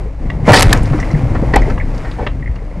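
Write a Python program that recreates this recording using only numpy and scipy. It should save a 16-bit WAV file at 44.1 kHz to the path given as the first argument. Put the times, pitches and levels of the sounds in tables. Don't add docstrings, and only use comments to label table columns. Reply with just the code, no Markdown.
import sys
import numpy as np
from scipy import signal
from scipy.fft import rfft, irfft
from scipy.io import wavfile
from scipy.ndimage import uniform_filter1d

SR = 44100
rng = np.random.default_rng(int(sys.argv[2]) if len(sys.argv) > 2 else 0)


def transcribe(signal):
    frames = np.atleast_2d(signal).T
    limited = np.clip(frames, -1, 1)
    pcm = np.round(limited * 32767).astype(np.int16)
    wavfile.write(sys.argv[1], SR, pcm)


N = 123479
T = np.arange(N) / SR
HZ = np.maximum(np.fft.rfftfreq(N, 1 / SR), 1)

# time_s, roar_db, grit_db
GROUND_LEVELS = [(0, -29.5, -43), (.17, -38, -49), (.23, -29, -44), (.44, -28, -42.5), (.5, -14.5, -9),
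                 (.66, -17.5, -24), (.76, -15, -23), (.8, -22, -33), (.88, -24.5, -33.5),
                 (1.04, -23.5, -34), (1.35, -22.5, -37.5), (1.69, -19.5, -35.5), (1.82, -29, -42),
                 (1.92, -27.5, -39.5), (1.97, -27, -37), (2.11, -31.5, -38), (2.4, -36, -46),
                 (2.8, -32.5, -47)]
# frequency_hz, relative_level_db (per Hz)
ROAR_SPECTRUM = [(120, -29), (250, 9), (400, -2.5), (520, 4), (750, -1.5), (1100, -8), (1550, -31),
                 (2100, -11), (2800, -54), (5000, -106)]
# frequency_hz, relative_level_db (per Hz)
GRIT_SPECTRUM = [(900, 22), (2200, 18.5), (3400, 5.5), (4900, 4.5), (7000, 0.5), (10000, -5.5),
                 (12500, -13)]
FOLDS_PER_S, FOLD_SPREAD_DB = 3000, 2.9
CRUNCH_ATTACK_S = 0.0032


def from_db(db):
    return 10 ** (np.asarray(db) / 20)


def rms_one(x):
    return x / np.sqrt(np.mean(x ** 2) + 1e-20)


def gains(rows):
    times_s, *columns_db = np.transpose(rows)
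    return [from_db(np.interp(T, times_s, column)) for column in columns_db]


def colour(x, spectrum):
    hz, db = np.transpose(spectrum)
    ends = np.minimum(1, HZ / hz[0]) ** 2 * np.minimum(1, hz[-1] / HZ) ** 2
    curve = from_db(np.interp(np.log(HZ), np.log(hz), db))
    return rms_one(irfft(rfft(x) * ends * curve, N))


def cut(x, hz, kind="low", order=2):
    sos = signal.butter(order, min(hz, .45 * SR), kind, fs=SR, output="sos")
    return signal.sosfilt(sos, x + 1e-18)


def band(x, hz, width):
    edges_hz = np.clip(hz * np.exp(np.array([-.5, .5]) * width), 10, .45 * SR)
    return signal.sosfilt(signal.butter(2, edges_hz, "band", fs=SR, output="sos"), x + 1e-18)


def even(x, span_s):
    power = np.abs(uniform_filter1d(x * x, max(int(span_s * SR), 2)))
    return x / np.sqrt(power + 1e-6)


def ring(x, hz, t60):
    r = from_db(-60 / (t60 * SR))
    w = 2 * np.pi * hz / SR
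    return signal.lfilter([0, np.sin(w)], [1, -2 * r * np.cos(w), r * r], x + 1e-18)


def envelope(start, attack, hold, t60):
    age = T - start
    release = np.log(1000) * np.maximum(age - attack - hold, 0) / t60
    return np.clip(age / attack, 0, 1) * np.exp(-np.minimum(release, 20))


def grains(per_s, spread_db):
    sizes = from_db(spread_db * np.minimum(rng.exponential(1, N), 4))
    sizes = sizes * rng.choice([-1, 1], N)
    return sizes * (rng.random(N) < per_s / SR)


def scatter(per_s, spread_db, low_hz, high_hz, cycles, count=16):
    clicks, dealt = grains(per_s, spread_db), rng.integers(0, count, N)
    pitches_hz = np.geomspace(low_hz, high_hz, count)
    return rms_one(sum(ring(clicks * (dealt == k), hz, cycles / hz) for k, hz in enumerate(pitches_hz)))


def ride():
    # time_s, rumble_db, boom_db
    ride_levels = [(0, -16, -25), (.19, -22, -33), (.23, -14, -22.5), (.41, -20.5, -18.5), (.5, -11.5, -17),
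                   (.68, -9.5, -11), (.86, -14.5, -14), (1.05, -15.5, -20), (1.3, -15, -16),
                   (1.6, -11, -15.5), (1.85, -13, -21.5), (2.14, -20.5, -26.5), (2.4, -18.5, -21.5),
                   (2.74, -21, -33)]
    # frequency_hz, relative_level_db (per Hz)
    rumble_spectrum = [(18, -6), (28, 5), (44, 4), (58, 1), (80, -15.5), (160, -83)]
    # frequency_hz, relative_level_db (per Hz)
    boom_spectrum = [(45, -56), (75, 0.5), (120, 4.5), (155, 0), (210, -12), (300, -10.5), (600, -63)]
    stones_per_s, stones_spread_db = 900, 2
    grit_per_s, grit_spread_db = 2100, 2
    rumble_gain, boom_gain = gains(ride_levels)
    roar_gain, grit_gain = gains(GROUND_LEVELS)
    white = rng.standard_normal((4, N))

    rumble = even(colour(white[0], rumble_spectrum), 0.119)
    boom = even(colour(white[1], boom_spectrum), 0.0625)
    thumps = even(scatter(70, 1.86, low_hz=186.2, high_hz=560, cycles=35), 0.23)
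    stones = grains(stones_per_s, stones_spread_db) + 0.076 * white[2]
    tyres = even(colour(stones, ROAR_SPECTRUM), 0.06)
    grit = colour(grains(grit_per_s, grit_spread_db) + 0.17 * white[3], GRIT_SPECTRUM)

    body = from_db(-1.5) * (rumble_gain * rumble + boom_gain * boom)
    rolling = roar_gain * (from_db(-3.5) * tyres + from_db(-4) * thumps)
    return body + rolling + grit_gain * grit


def squeaks():
    # start_s, level_db, pitch_hz
    slips = [(0.3, -22.5, 1910), (0.452, -28, 2080), (1, -26.5, 1950), (1.028, -20, 1950),
             (1.103, -27, 1980), (1.145, -26.5, 1940), (1.619, -20, 1900), (1.629, -27.5, 1960),
             (1.657, -29, 1980), (1.799, -23.5, 2130), (1.81, -22.5, 1970), (2.424, -29.5, 1930),
             (2.46, -28.5, 2040), (2.474, -28.5, 1970), (2.587, -38.5, 2010)]
    rise_s, width = 0.003, .11
    friction = rng.standard_normal(N)
    out = 0
    for start, db, hz in slips:
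        age = np.clip((T - start) / rise_s, 0, 20)
        swell = age * np.exp(1 - age)
        out = out + from_db(db) * swell * even(band(friction, hz, width), 0.015)
    return out


def knocks():
    # start_s, level_db, hold_s, dull_above_hz
    hits = [(0.3008, -23, 0.0018, 7060), (1.026, -24, 0.0023, 2320), (1.777, -21, 0.0033, 1510),
            (2.265, -17, 0.0077, 4060), (2.558, -35, 0.0047, 5000)]
    # pitch_hz, relative_level_db, t60_s
    trim_modes = [(585, 4.5, 0.093), (1170, -1, 0.011), (1650, -10, 0.0027), (1980, 2.5, 0.012),
                  (2700, -2, 0.01), (3370, -15.5, 0.0086)]
    click_db, release_t60_s = -15, 0.034
    touches = grains(FOLDS_PER_S, FOLD_SPREAD_DB)
    modes = sum(from_db(db) * rms_one(ring(touches, hz, t60)) for hz, db, t60 in trim_modes)
    chatter = modes + from_db(click_db) * colour(touches, GRIT_SPECTRUM)
    out = 0
    for start, db, hold, dull_hz in hits:
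        shape = envelope(start, 0.0011, hold, release_t60_s)
        out = out + from_db(db) * shape * even(cut(chatter, dull_hz), 0.0033)
    return out


def jolts():
    # start_s, level_db, pitch_hz, t60_s
    swings = [(0.429, -8, 130, 0.09), (0.451, -9.5, 145, 0.2), (0.479, 10.5, 189, 0.055),
              (0.5091, 10.5, 122.3, 0.092), (0.609, -9, 44, 0.09), (0.644, -2.5, 93.4, 0.11),
              (0.658, 2, 135, 0.025), (0.672, 3.5, 41.3, 0.1), (0.813, 4, 48.4, 0.029),
              (0.909, -5, 141, 0.31), (0.944, -9, 303, 0.11), (1.137, -1, 146.4, 0.16),
              (1.234, -2.5, 116, 0.088), (1.304, -8.5, 106, 0.078), (1.425, 2.5, 169, 0.011),
              (1.567, -1.5, 44.7, 0.48), (1.316, -16, 323, 0.13), (2.311, -11.5, 69, 0.15),
              (2.494, -7.5, 65, 0.17), (2.77, -17, 180, 0.11)]
    attack_s = 0.0024
    out = 0
    for start, db, hz, t60 in swings:
        swing = np.sin(2 * np.pi * hz * (T - start))
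        out = out + from_db(db) * envelope(start, attack_s, 0, t60) * swing
    return out


def crunches():
    # start_s, hold_s, release_t60_s, level_db, dent_pitch_hz
    dents = [(0.478, 0.012, 0.026, 4, 478), (0.49, 0.025, 0.046, 0.5, 560), (0.53, 0.0085, 0.031, 2, 1550),
             (0.531, 0.017, 0.25, -1.5, 8350), (0.728, 0.0074, 0.2, -15, 1010),
             (0.93, 0.014, 0.059, -19.5, 980), (0.984, 0.0065, 0.03, -22, 1020),
             (1.348, 0.015, 0.064, -21, 1040), (1.431, 0.0061, 0.061, -19, 403),
             (1.535, 0.0035, 0.065, -8.5, 1700), (1.555, 0.018, 0.15, -17, 2090),
             (1.558, 0.0059, 0.048, -5, 703), (1.698, 0.0046, 0.053, -19.5, 1270),
             (2.046, 0.0065, 0.2, -27, 1430), (2.185, 0.011, 0.076, -20.5, 676),
             (2.206, 0.021, 0.22, -23, 410), (2.209, 0.035, 0.11, -32.5, 1480)]
    # frequency_hz, relative_level_db (per Hz)
    metal_spectrum = [(60, 3), (200, -1), (520, 5), (750, -6.5), (1000, 5.5), (1400, -2), (1950, 3),
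                      (2700, -9), (4500, -1), (8000, -10), (12500, -21)]
    # pitch_hz, relative_level_db, t60_s
    panel_modes = [(494, -2, .07), (565, -4, .06), (750, -1, .12), (820, -3, .1), (960, -7, .12),
                   (1280, -5.5, .1), (1570, -6, .1), (1740, -6, .1), (1930, -5, .08), (2240, -7, .1),
                   (2620, -9, .07), (3000, -9, .05), (3480, -11, .05), (4265, -11, .09), (4460, -12, .09),
                   (4700, -13, .04)]
    panel_db, dent_db, dent_width = -1.5, -4, .4
    folds = grains(FOLDS_PER_S, FOLD_SPREAD_DB)
    panels = 0
    for k, (hz, db, t60) in enumerate(panel_modes):
        polarity = (-1) ** k
        panels = panels + polarity * from_db(db) * rms_one(ring(folds, hz, t60))
    metal = colour(folds, metal_spectrum) + from_db(panel_db) * rms_one(panels)
    out = 0
    for start, hold, t60, db, hz in dents:
        dent = cut(metal, hz) + from_db(dent_db) * band(metal, hz, dent_width)
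        out = out + from_db(db) * envelope(start, CRUNCH_ATTACK_S, hold, t60) * even(dent, 0.09)
    return out


def cracks():
    # start_s, level_db, ring_pitch_hz, ring_level_db (against burst), hold_s, t60_s
    snaps = [(0.520, -10, 2010, 0, 0.0005, 0.02), (0.5952, -5, 2070, -9, 0.0008, 0.007),
             (0.6015, -13, 2440, -6, 0.0006, 0.014), (0.6082, -4, 2200, -8, 0.0009, .008),
             (0.6226, -3.5, 2120, -12, 0.0012, .012), (.6275, -4, 2050, -12, 0.0021, 0.0096),
             (0.7283, -3, 1730, 1.5, 0.0025, 0.015), (1.5598, -13, 2020, 6, 0.0016, 0.022)]
    low_hz, top_hz = 390, 5000
    fracture = cut(rng.standard_normal(N), low_hz, "high")
    burst = even(cut(fracture, top_hz, order=1), 0.021)
    out = 0
    for start, db, hz, ring_db, hold, t60 in snaps:
        tone = np.sin(2 * np.pi * hz * (T - start)) * np.sqrt(2)
        snap = burst + from_db(ring_db) * tone
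        out = out + from_db(db) * envelope(start, 0.0003, hold, t60) * snap
    return out


def shards():
    start_s, t60_s, level_db = .534, .62, -13
    low_hz, high_hz = 686, 5000
    patter = scatter(400, 3.5, low_hz, high_hz, cycles=21)
    patter = even(cut(patter, low_hz, "high"), .035)
    return from_db(level_db) * envelope(start_s, CRUNCH_ATTACK_S, 0, t60_s) * patter


def ticks():
    # start_s, level_db, centre_hz
    impacts = [(.648, -35, 4500), (.688, -38, 3120), (.706, -28, 3500), (0.774, -31, 6100),
               (.789, -53, 5000), (.831, -34, 8440), (0.856, -34, 4400), (1.0, -31, 5760),
               (1.113, -37, 5000), (1.618, -37.5, 5630), (1.7, -38.5, 5000), (1.946, -43, 5000),
               (1.977, -38.5, 5000), (2.114, -32.5, 3550), (2.556, -44.5, 4500)]
    t60_s, width = 0.04, 0.4
    spatter = rng.standard_normal(N)
    out = 0
    for start, db, hz in impacts:
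        shape = envelope(start, 0.00059, 0, t60_s)
        out = out + from_db(db) * shape * rms_one(band(spatter, hz, width))
    return out


def cabin(x):
    t60_s, wash_db = 0.12, -14.5
    echoes = cut(rng.standard_normal(N), 9100) * envelope(0, 0.008, 0, t60_s)
    wash = signal.fftconvolve(x, echoes / np.linalg.norm(echoes))[:N]
    return x + from_db(wash_db) * wash


def scene():
    lean_db, lean_fades_hz, spread_db = 1.85, 640, -23.5
    small_parts = cabin(knocks() + squeaks() + ticks())
    mid = ride() + jolts() + crunches() + cracks() + shards() + small_parts
    lean = (from_db(lean_db / 2) - 1) * cut(mid, lean_fades_hz, order=1)
    roar_gain = gains(GROUND_LEVELS)[0]
    spread = from_db(spread_db) * roar_gain * colour(rng.standard_normal(N), ROAR_SPECTRUM)
    side = lean + spread
    return np.array([mid + side, mid - side])


def record(dry):
    ceiling, knee = .92, 4
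    leak_db, leak_above_hz, cutoff_hz = -16, 1500, 12300
    clipped = dry / (1 + np.abs(dry / ceiling) ** knee) ** (1 / knee)
    lost_treble = cut(dry - clipped, leak_above_hz, "high")
    leaky = clipped + from_db(leak_db) * lost_treble
    return signal.sosfilt(signal.ellip(8, .3, 70, cutoff_hz, fs=SR, output="sos"), leaky)


dry = scene()
out = record(dry)
transcribe(out)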